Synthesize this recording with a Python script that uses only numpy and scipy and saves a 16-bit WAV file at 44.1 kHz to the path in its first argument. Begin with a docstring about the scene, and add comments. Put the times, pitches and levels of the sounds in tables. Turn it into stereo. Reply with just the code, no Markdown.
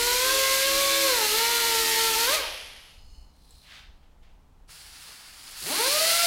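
"""A garage: an air die grinder runs an abrasive wheel along a metal strip.
The five-vane motor whines and hisses, one exhaust puff per vane, and sags under load; the grit rasps
and rings the strip. The throttle shuts, the rotor coasts, the strip slides over a padded bench.
Then the valve cracks open with a hiss and the motor spins up again."""
import sys
import numpy as np
from scipy import signal
from scipy.fft import rfft, irfft
from scipy.io import wavfile
from scipy.ndimage import uniform_filter1d

SR = 44100
rng = np.random.default_rng(int(sys.argv[2]) if len(sys.argv) > 2 else 0)


def transcribe(u):
    """Save the signal u as a 16-bit wav file named by the first command-line argument.

    u: samples, shape (n,) or (channels, n), limited to [-1, 1]; the rate is SR.
    q: integer samples, one column per channel.
    """
    v = np.clip(np.atleast_2d(u).T, -1, 1)
    q = np.round(v * 32767).astype(np.int16)
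    wavfile.write(sys.argv[1], SR, q)


N = 276066
TIME_S = np.arange(N) / SR
BINS_HZ = np.fft.rfftfreq(N, 1 / SR)
VANES = 5
SHUT_S, RESTART_S = 2.35, 5.6  # throttle shuts, rotor breaks free again


def amp(db):
    """Decibels to gain."""
    return 10 ** (np.asarray(db) / 20)


def unit(x):
    """Scales to rms 1."""
    return x / np.sqrt(np.mean(x ** 2) + 1e-20)


def at_hz(points, hz):
    """Interpolates (Hz, value) rows on a log-frequency axis."""
    row_hz, values = np.transpose(points)
    return np.interp(np.log(hz + 1), np.log(row_hz + 1), values)


def curve(rows, column=1):
    """One column of a timed table at every sample."""
    rows = np.array(rows)
    return np.interp(TIME_S, rows[:, 0], rows[:, column])


def envelope(start_s, rise_s, hold_s, fall_db_per_s):
    """Linear rise, hold, exponential fall."""
    age_s = TIME_S - start_s
    return np.clip(age_s / rise_s, 0, 1) * amp(-fall_db_per_s * np.maximum(age_s - rise_s - hold_s, 0))


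def noise():
    """White noise."""
    return rng.standard_normal(N)


def wander(cutoff_hz, size=4096):
    """Low-passed random drift, rms about 1."""
    rates_hz = np.fft.rfftfreq(size, TIME_S[-1] / size)
    drift = unit(irfft(rfft(rng.standard_normal(size)) / (1 + (rates_hz / cutoff_hz) ** 4)))
    return np.interp(TIME_S, np.linspace(0, TIME_S[-1], size), drift)


def colour(x, spectrum):
    """Filters x by (Hz, dB) rows, to rms 1."""
    return unit(irfft(rfft(x) * amp(at_hz(spectrum, BINS_HZ)), N))


def highpass(x, hz):
    """The part of x above hz."""
    return irfft(rfft(x) * (1 - 1 / (1 + (BINS_HZ / hz) ** 4)), N)


def ring(x, modes):
    """Passes x through parallel resonances, to rms 1."""
    response = sum(amp(db) / np.sqrt(width_hz) / (1 + 1j * (BINS_HZ**2 - hz**2) / (width_hz*BINS_HZ + 1))
                   for hz, width_hz, db in modes)
    return unit(irfft(rfft(x) * response, N))


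def background(air_db=-64, rumble_db=-49.0, ease_db_per_s=1.6, sway_db=3.0):
    """Room air over a low rumble that sways and slowly eases."""
    # Each row: frequency in Hz, relative density in dB.
    air_spectrum = [(65, -38.5), (110, -3), (293, -10), (392, -17.5), (435, -12.5), (536, -16.5),
                    (865, -12.5), (1020, -15.5), (1690, -24), (16000, -39.5)]
    rumble_spectrum = [(8.8, -25.5), (15, 7), (70, 0.5), (83, -4.5), (103, -22.5), (130, -21.5), (170, -46),
                       (290, -120)]
    air = amp(air_db) * colour(noise(), air_spectrum)
    rumble_gain = amp(rumble_db - ease_db_per_s * TIME_S + sway_db * wander(4))
    return air + rumble_gain * colour(noise(), rumble_spectrum)


def garage_tail(gap_s=0.0063):
    """Dense wall reflections of energy 1, shortest near 10 kHz."""
    # Each row: frequency in Hz, T60 in seconds.
    decay = [(200, 0.84), (500, 0.71), (2000, 0.47), (5000, 0.61), (10000, 0.21), (16000, 0.6)]
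    hz, age_s, frames = signal.stft(rng.standard_normal(SR), SR, nperseg=256)
    t60_s = at_hz(decay, hz)[:, None]
    tail = signal.istft(frames * amp(-60 * age_s / t60_s), SR, nperseg=256)[1]
    onset = np.clip(TIME_S[:len(tail)] / gap_s - 1, 0, 1)
    frames = signal.stft(tail * onset, SR, nperseg=256)[2]
    tail = signal.istft(frames / np.sqrt(t60_s), SR, nperseg=256)[1]  # evens out energy per Hz
    return tail / np.linalg.norm(tail)


def in_room(x, tail, wet_db):
    """Direct sound plus reflections, at about the same power."""
    return (x + amp(wet_db) * signal.fftconvolve(x, tail)[:N]) / np.hypot(1, amp(wet_db))


def ticks(t60_s=0.059):
    """Damped clicks of the strip and the throttle lever."""
    # Each row: start in seconds, relative level in dB, centre in Hz, width in Hz.
    clicks = [(3.363, -58, 5000, 3000), (3.507, -49, 7800, 503), (3.508, -57, 11500, 3980),
              (4.23, -62, 3500, 2530), (4.691, -43, 1180, 1190), (5.089, -48, 700, 600),
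              (5.51, -37, 8900, 5000)]
    sound = np.zeros(N)
    for start_s, db, hz, width_hz in clicks:
        burst = amp(db - 60 * np.maximum(TIME_S - start_s, 0) / t60_s) * (TIME_S >= start_s)
        sound += burst * ring(noise(), [(hz, width_hz, 0)]) / 2
    return sound


def friction(grain_db=1.5):
    """Countless tiny slips that come in clumps."""
    return unit(noise() * amp(grain_db * wander(150)))


def strip_handling(pull_db=-63.0, regrip_db=-60.0):
    """The strip rings as it is pulled through the hand and regripped, then scuffs over the bench pad."""
    # Each row: mode in Hz, width in Hz, relative level in dB.
    pull_modes = [(2980, 82, 1.5), (4380, 170, 4.5), (4990, 140, 2), (6300, 500, -3), (6840, 300, -13),
                  (8840, 440, -9)]
    regrip_modes = [(4150, 200, -0.5), (4460, 1800, 1), (7700, 940, -12), (9100, 510, -7)]
    # Each row: start in seconds, rise in seconds, peak in dB, fall in dB per second.
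    drags = [(3.615, 0.15, -45, 175), (4.0, 0.041, -68.5, 120), (4.22, 0.014, -63.5, 114)]
    # Each row: frequency in Hz, relative density in dB.
    scuff_spectrum = [(240, -57), (400, -29), (570, -8), (616, -4), (655, -10), (1350, -5), (1650, -1),
                      (3310, 1), (6850, -16), (9320, -24), (16000, -35)]
    pull = amp(pull_db) * ring(friction(), pull_modes)
    pull *= envelope(start_s=2.725, rise_s=0.058, hold_s=0.42, fall_db_per_s=86)
    regrip = amp(regrip_db) * ring(friction(), regrip_modes)
    regrip *= envelope(start_s=3.274, rise_s=0.26, hold_s=0.23, fall_db_per_s=200)
    strokes = sum(amp(db) * envelope(start_s, rise_s, 0, fall) for start_s, rise_s, db, fall in drags)
    return pull + regrip + strokes * colour(friction(), scuff_spectrum)


def wheel_brush(level_db=-33.0, halt_s=3.05, fade_s=0.12):
    """The coasting wheel brushes to a halt."""
    # Each row: frequency in Hz, relative density in dB.
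    spectrum = [(240, -46.5), (400, -12), (545, -9.5), (1290, -11.5), (1560, -10), (1960, -5.5), (2120, -5),
                (3260, -1.5), (3530, -6), (5430, -10.5), (7400, -22), (11000, -14), (16000, -42)]
    contact = envelope(start_s=2.297, rise_s=0.045, hold_s=0.087, fall_db_per_s=45.5)
    fade = np.clip((halt_s - TIME_S) / fade_s, 0, 1)
    return amp(level_db) * colour(friction(), spectrum) * contact * fade


def valve_leak(sputter_db=1.0, split_hz=2800, rise_s=0.036, fall_s=0.15):
    """Air hisses through the cracked valve, past the still rotor."""
    # Each row: frequency in Hz, relative density in dB.
    spectrum = [(120, -30.5), (300, -16), (650, -10.5), (950, -6), (1400, -2.5), (2300, -2.5), (3300, -1.5),
                (3900, -1.5), (4500, 3), (5200, -0.5), (6000, -6), (11200, -4.5), (12400, -16),
                (15000, -10), (16000, -15)]
    # Each row: time in seconds, level in dB, relative weight of the low band in dB.
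    flow = [(4.71, -46.5, -10), (4.736, -46.5, -9), (4.948, -48.5, -7), (5.078, -46, -7), (5.23, -49, -4.5),
            (5.446, -46.5, -8), (5.58, -42, -7)]
    hiss = colour(noise() * amp(sputter_db * wander(25)), spectrum)
    high = highpass(hiss, split_hz)
    low_db = curve(flow, column=2) - np.median(np.array(flow)[:, 2])
    start_s, end_s = flow[0][0], flow[-1][0]
    gate = np.interp(TIME_S, [start_s - rise_s, start_s, end_s, end_s + fall_s], [0, 1, 1, 0])
    return (high + amp(low_db) * (hiss - high)) * amp(curve(flow)) * gate


def squeals(width_hz=16):
    """One mode of the strip swells briefly into a thin whistle."""
    # Each row: middle in seconds, half length in seconds, mode in Hz, peak in dB.
    swells = [(.9, .14, 2338, -36.5), (0.916, .12, 3540, -38.5), (1.9, .12, 3171, -36.5)]
    return sum(amp(db) * np.exp(-((TIME_S - mid_s) / half_s) ** 2) * ring(noise(), [(hz, width_hz, 0)])
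               for mid_s, half_s, hz, db in swells)


def shaft_turns(vane_hz, waver=0.00299):
    """Rotor angle in turns; the wheel's bite unsettles it slightly."""
    return np.cumsum(vane_hz / VANES * (1 + waver * wander(25))) / SR


def wheel_rasp(turns, steps=4096):
    """Four tracks of uneven grit repeat each turn; contact shifts among them as the hand moves."""
    # Each row: frequency in Hz, relative gain in dB.
    spectrum = [(700, -24), (1500, -7), (2100, -4.5), (3400, -0.5), (4300, 3), (5200, -2.5), (9000, -17),
                (16000, -22.5)]
    tracks = signal.resample(rng.standard_normal((4, 160)), steps, axis=1)
    position = (turns % 1 * steps).astype(int)
    contact = np.array([wander(3.74) for _ in tracks])
    grit = (tracks[:, position] * contact).sum(0) / np.linalg.norm(contact, axis=0)
    return colour(grit, spectrum)


def grind(vane_hz, turns, hiss_spectrum, hiss_db, rasp_db, ring_db, swell_db, dull_db):
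    """Vane-pulsed exhaust hiss and wheel rasp; both ring the strip."""
    # Each row: mode in Hz, width in Hz, relative level in dB.
    strip_modes = [(2063, 22, 2.5), (2178, 10, 1), (2354, 20, -1.5), (2537, 26, 1.5), (2725, 6.9, -1),
                   (2940, 18, -8.5), (3156, 17, -2.5), (3450, 20, -10.5), (3520, 9.8, -4.5), (4070, 40, 1),
                   (4245, 18, -2), (4420, 40, -7.5)]
    puff_depth, flicker_db = 0.28, 0.73
    working_hz, treble_hz = 480, 6200  # the levels hold at the working vane rate
    puffs = 1 + puff_depth * np.cos(2 * np.pi * VANES * turns)
    hiss = colour(noise() * puffs * amp(flicker_db * wander(53)), hiss_spectrum)
    rasp = wheel_rasp(turns)
    sound = amp(hiss_db) * hiss + amp(rasp_db) * rasp + amp(ring_db) * ring(rasp + hiss, strip_modes)
    # faster is louder and duller
    overspeed = vane_hz / working_hz - 1
    sound += (amp(-dull_db * overspeed) - 1) * highpass(sound, treble_hz)
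    return sound * amp(swell_db * overspeed)


def whine(vane_hz, turns, vane_gain_db, shaft_gain_db, imbalance_db, flutter):
    """Each vane lets out a puff; unequal vanes and the wheel add the other shaft orders."""
    # Each row: multiple of the vane rate, relative level in dB.
    vane_harmonics = [(1, -35), (2, -36.5), (3, -38)]
    # Each row: frequency in Hz, radiation gain of the tool in dB.
    radiation = [(150, -4), (340, -5), (440, -2), (550, 2), (720, -2), (900, 1), (1400, -0.5), (1500, -3.5),
                 (1550, 2), (1605, 5), (1665, -7), (2000, -1)]
    # Each row: multiple of the shaft rate, relative level in dB.
    shaft_orders = [(2, -26.5), (3, -18.5), (4, -13), (6, -19), (7, -18.5), (9, -15.5), (11, -19.5),
                    (12, -26), (13, -25), (14, -17.5), (16, -25.5), (19, -13), (20, -6.5), (21, -8),
                    (23, -13.5), (24, -19.5), (25, -9), (27, -19), (30, -22), (32, -6), (35, -13),
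                    (38, -14), (40, -19.5)]
    sway_db, contact_db = 1.16, 2
    boom_hz, boom_width_hz, boom_db = 329, 10, 14  # resonance of the strip on the bench
    full_whine_hz, db_per_octave = 435, 7  # weaker below this vane rate
    vanes = np.zeros(N)
    for k, db in vane_harmonics:
        gain = amp(db + at_hz(radiation, k * vane_hz) + sway_db * wander(5.3))
        gain *= 1 + flutter * wander(30)
        vanes += gain * np.cos(2 * np.pi * (VANES * k * turns + rng.random()))
    shaft_hz = vane_hz / VANES
    orders = np.zeros(N)
    for k, db in shaft_orders:
        lift_db = boom_db / (1 + (2 * (k * shaft_hz - boom_hz) / boom_width_hz) ** 2)
        gain = amp(db + contact_db * wander(2.2) + lift_db)  # comes and goes as the contact shifts
        orders += gain * np.cos(2 * np.pi * (k * turns + rng.random()))
    imbalance = amp(imbalance_db) * (shaft_hz / shaft_hz.max()) ** 2 * np.cos(2 * np.pi * turns)
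    strength = amp(db_per_octave * np.log2(np.clip(vane_hz / full_whine_hz, 1e-9, 1)))
    return np.sqrt(2) * strength * (amp(vane_gain_db) * vanes + amp(shaft_gain_db) * orders + imbalance)


def spin_up(free_vane_hz=696, spin_up_s=0.265, lead_s=0.05, open_s=0.14):
    """Throttle opens: steady torque against air drag, with a fuzzy rising whistle. Gives (tones, air)."""
    # Each row: frequency in Hz, relative density in dB.
    hiss_spectrum = [(120, -37), (200, -19), (465, -15), (700, -15), (1100, -11.5), (1500, -5), (2020, -5),
                     (3000, -2), (3600, -1.5), (4300, 5), (5100, 0.5), (6000, -2), (8000, -2), (10300, 0),
                     (12500, -5.5), (16000, -9.5)]
    whistle_db, whistle_order = -31.5, 37
    vane_hz = free_vane_hz * np.tanh(np.maximum(TIME_S - RESTART_S, 0) / spin_up_s)
    turns = shaft_turns(vane_hz)
    tones = whine(vane_hz, turns, vane_gain_db=0.5, shaft_gain_db=-37.5, imbalance_db=-60.5, flutter=0.52)
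    air = grind(vane_hz, turns, hiss_spectrum,
                hiss_db=-24.5, rasp_db=-43.5, ring_db=-56.0, swell_db=8.0, dull_db=2.5)
    whistle_gain = amp(whistle_db) * (vane_hz / free_vane_hz) ** 3 * wander(200)
    whistle = whistle_gain * np.cos(2 * np.pi * whistle_order * turns)
    throttle = np.clip((TIME_S - RESTART_S + lead_s) / open_s, 0, 1)
    return tones, (air + whistle) * throttle


def loaded_run(coast_tau_s=0.2884, whine_fall_db_per_s=137.5, air_fall_db_per_s=330):
    """Speed follows the load; once the throttle shuts, friction slows the rotor. Gives (tones, air)."""
    # Each row: time in seconds, vane rate in Hz.
    speed = [(0.0, 472), (0.16, 496.4), (0.33, 537), (0.54, 534.4), (0.81, 554.2), (1.0, 551.2),
             (1.07, 541.6), (1.22, 430.8), (1.31, 416.7), (1.33, 433.7), (1.4, 458.8), (1.52, 471.8),
             (1.8, 449.8), (2.08, 450.4), (2.16, 439.8), (2.26, 476.7), (2.28, 509.6), (2.35, 642.4)]
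    # Dips in the whine. Each row: middle in seconds, half length in seconds, gain in dB.
    falters = [(0.193, .025, -4.5), (1.292, 0.022, -10.5)]
    # Each row: frequency in Hz, relative density in dB.
    hiss_spectrum = [(120, -37), (200, -18), (360, -15), (424, -10), (696, -12.5), (968, -12.5),
                     (1080, -8.5), (1650, -7.5), (2020, -5), (2910, -3.5), (4200, -0.5), (8120, -4),
                     (12800, -5), (15100, -10), (16000, -21.5)]
    coast_s = np.maximum(TIME_S - SHUT_S, 0)
    vane_hz = uniform_filter1d(curve(speed), 900, mode="nearest") * np.exp(-coast_s / coast_tau_s)
    turns = shaft_turns(vane_hz)
    falter_db = sum(db * np.exp(-((TIME_S - mid_s) / half_s) ** 2) for mid_s, half_s, db in falters)
    tones = whine(vane_hz, turns, vane_gain_db=2.0, shaft_gain_db=-36.5, imbalance_db=-61, flutter=0.14)
    tones *= amp(falter_db - whine_fall_db_per_s * coast_s)
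    air = grind(vane_hz, turns, hiss_spectrum,
                hiss_db=-26.0, rasp_db=-35.5, ring_db=-39.5, swell_db=7.0, dull_db=8.0)
    return tones, (air + squeals()) * amp(-air_fall_db_per_s * coast_s)


def scene():
    """Both runs and the handling in the garage; wall reflections give a narrow stereo spread."""
    # Each row: frequency in Hz, side relative to mid in dB.
    width = [(50, -17), (150, -18), (500, -31), (2500, -29.5), (5500, -23), (10000, -18), (15000, -15)]
    tones, air = np.add(loaded_run(), spin_up())
    tail = garage_tail()
    mid = in_room(tones, tail, wet_db=-6.0)
    mid += in_room(air + valve_leak() + wheel_brush() + strip_handling() + ticks(), tail, wet_db=-5.0)
    mid += background()
    scattered = signal.fftconvolve(mid, garage_tail())[:N]
    side = irfft(rfft(scattered) * amp(at_hz(width, BINS_HZ)), N)
    return np.array([mid + side, mid - side])


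def record(dry):
    """Steep low-pass near 16 kHz."""
    taps = signal.firwin(511, 16050, window=("kaiser", 9), fs=SR)
    return signal.oaconvolve(dry, taps[None], "same")


dry = scene()
out = record(dry)
transcribe(out)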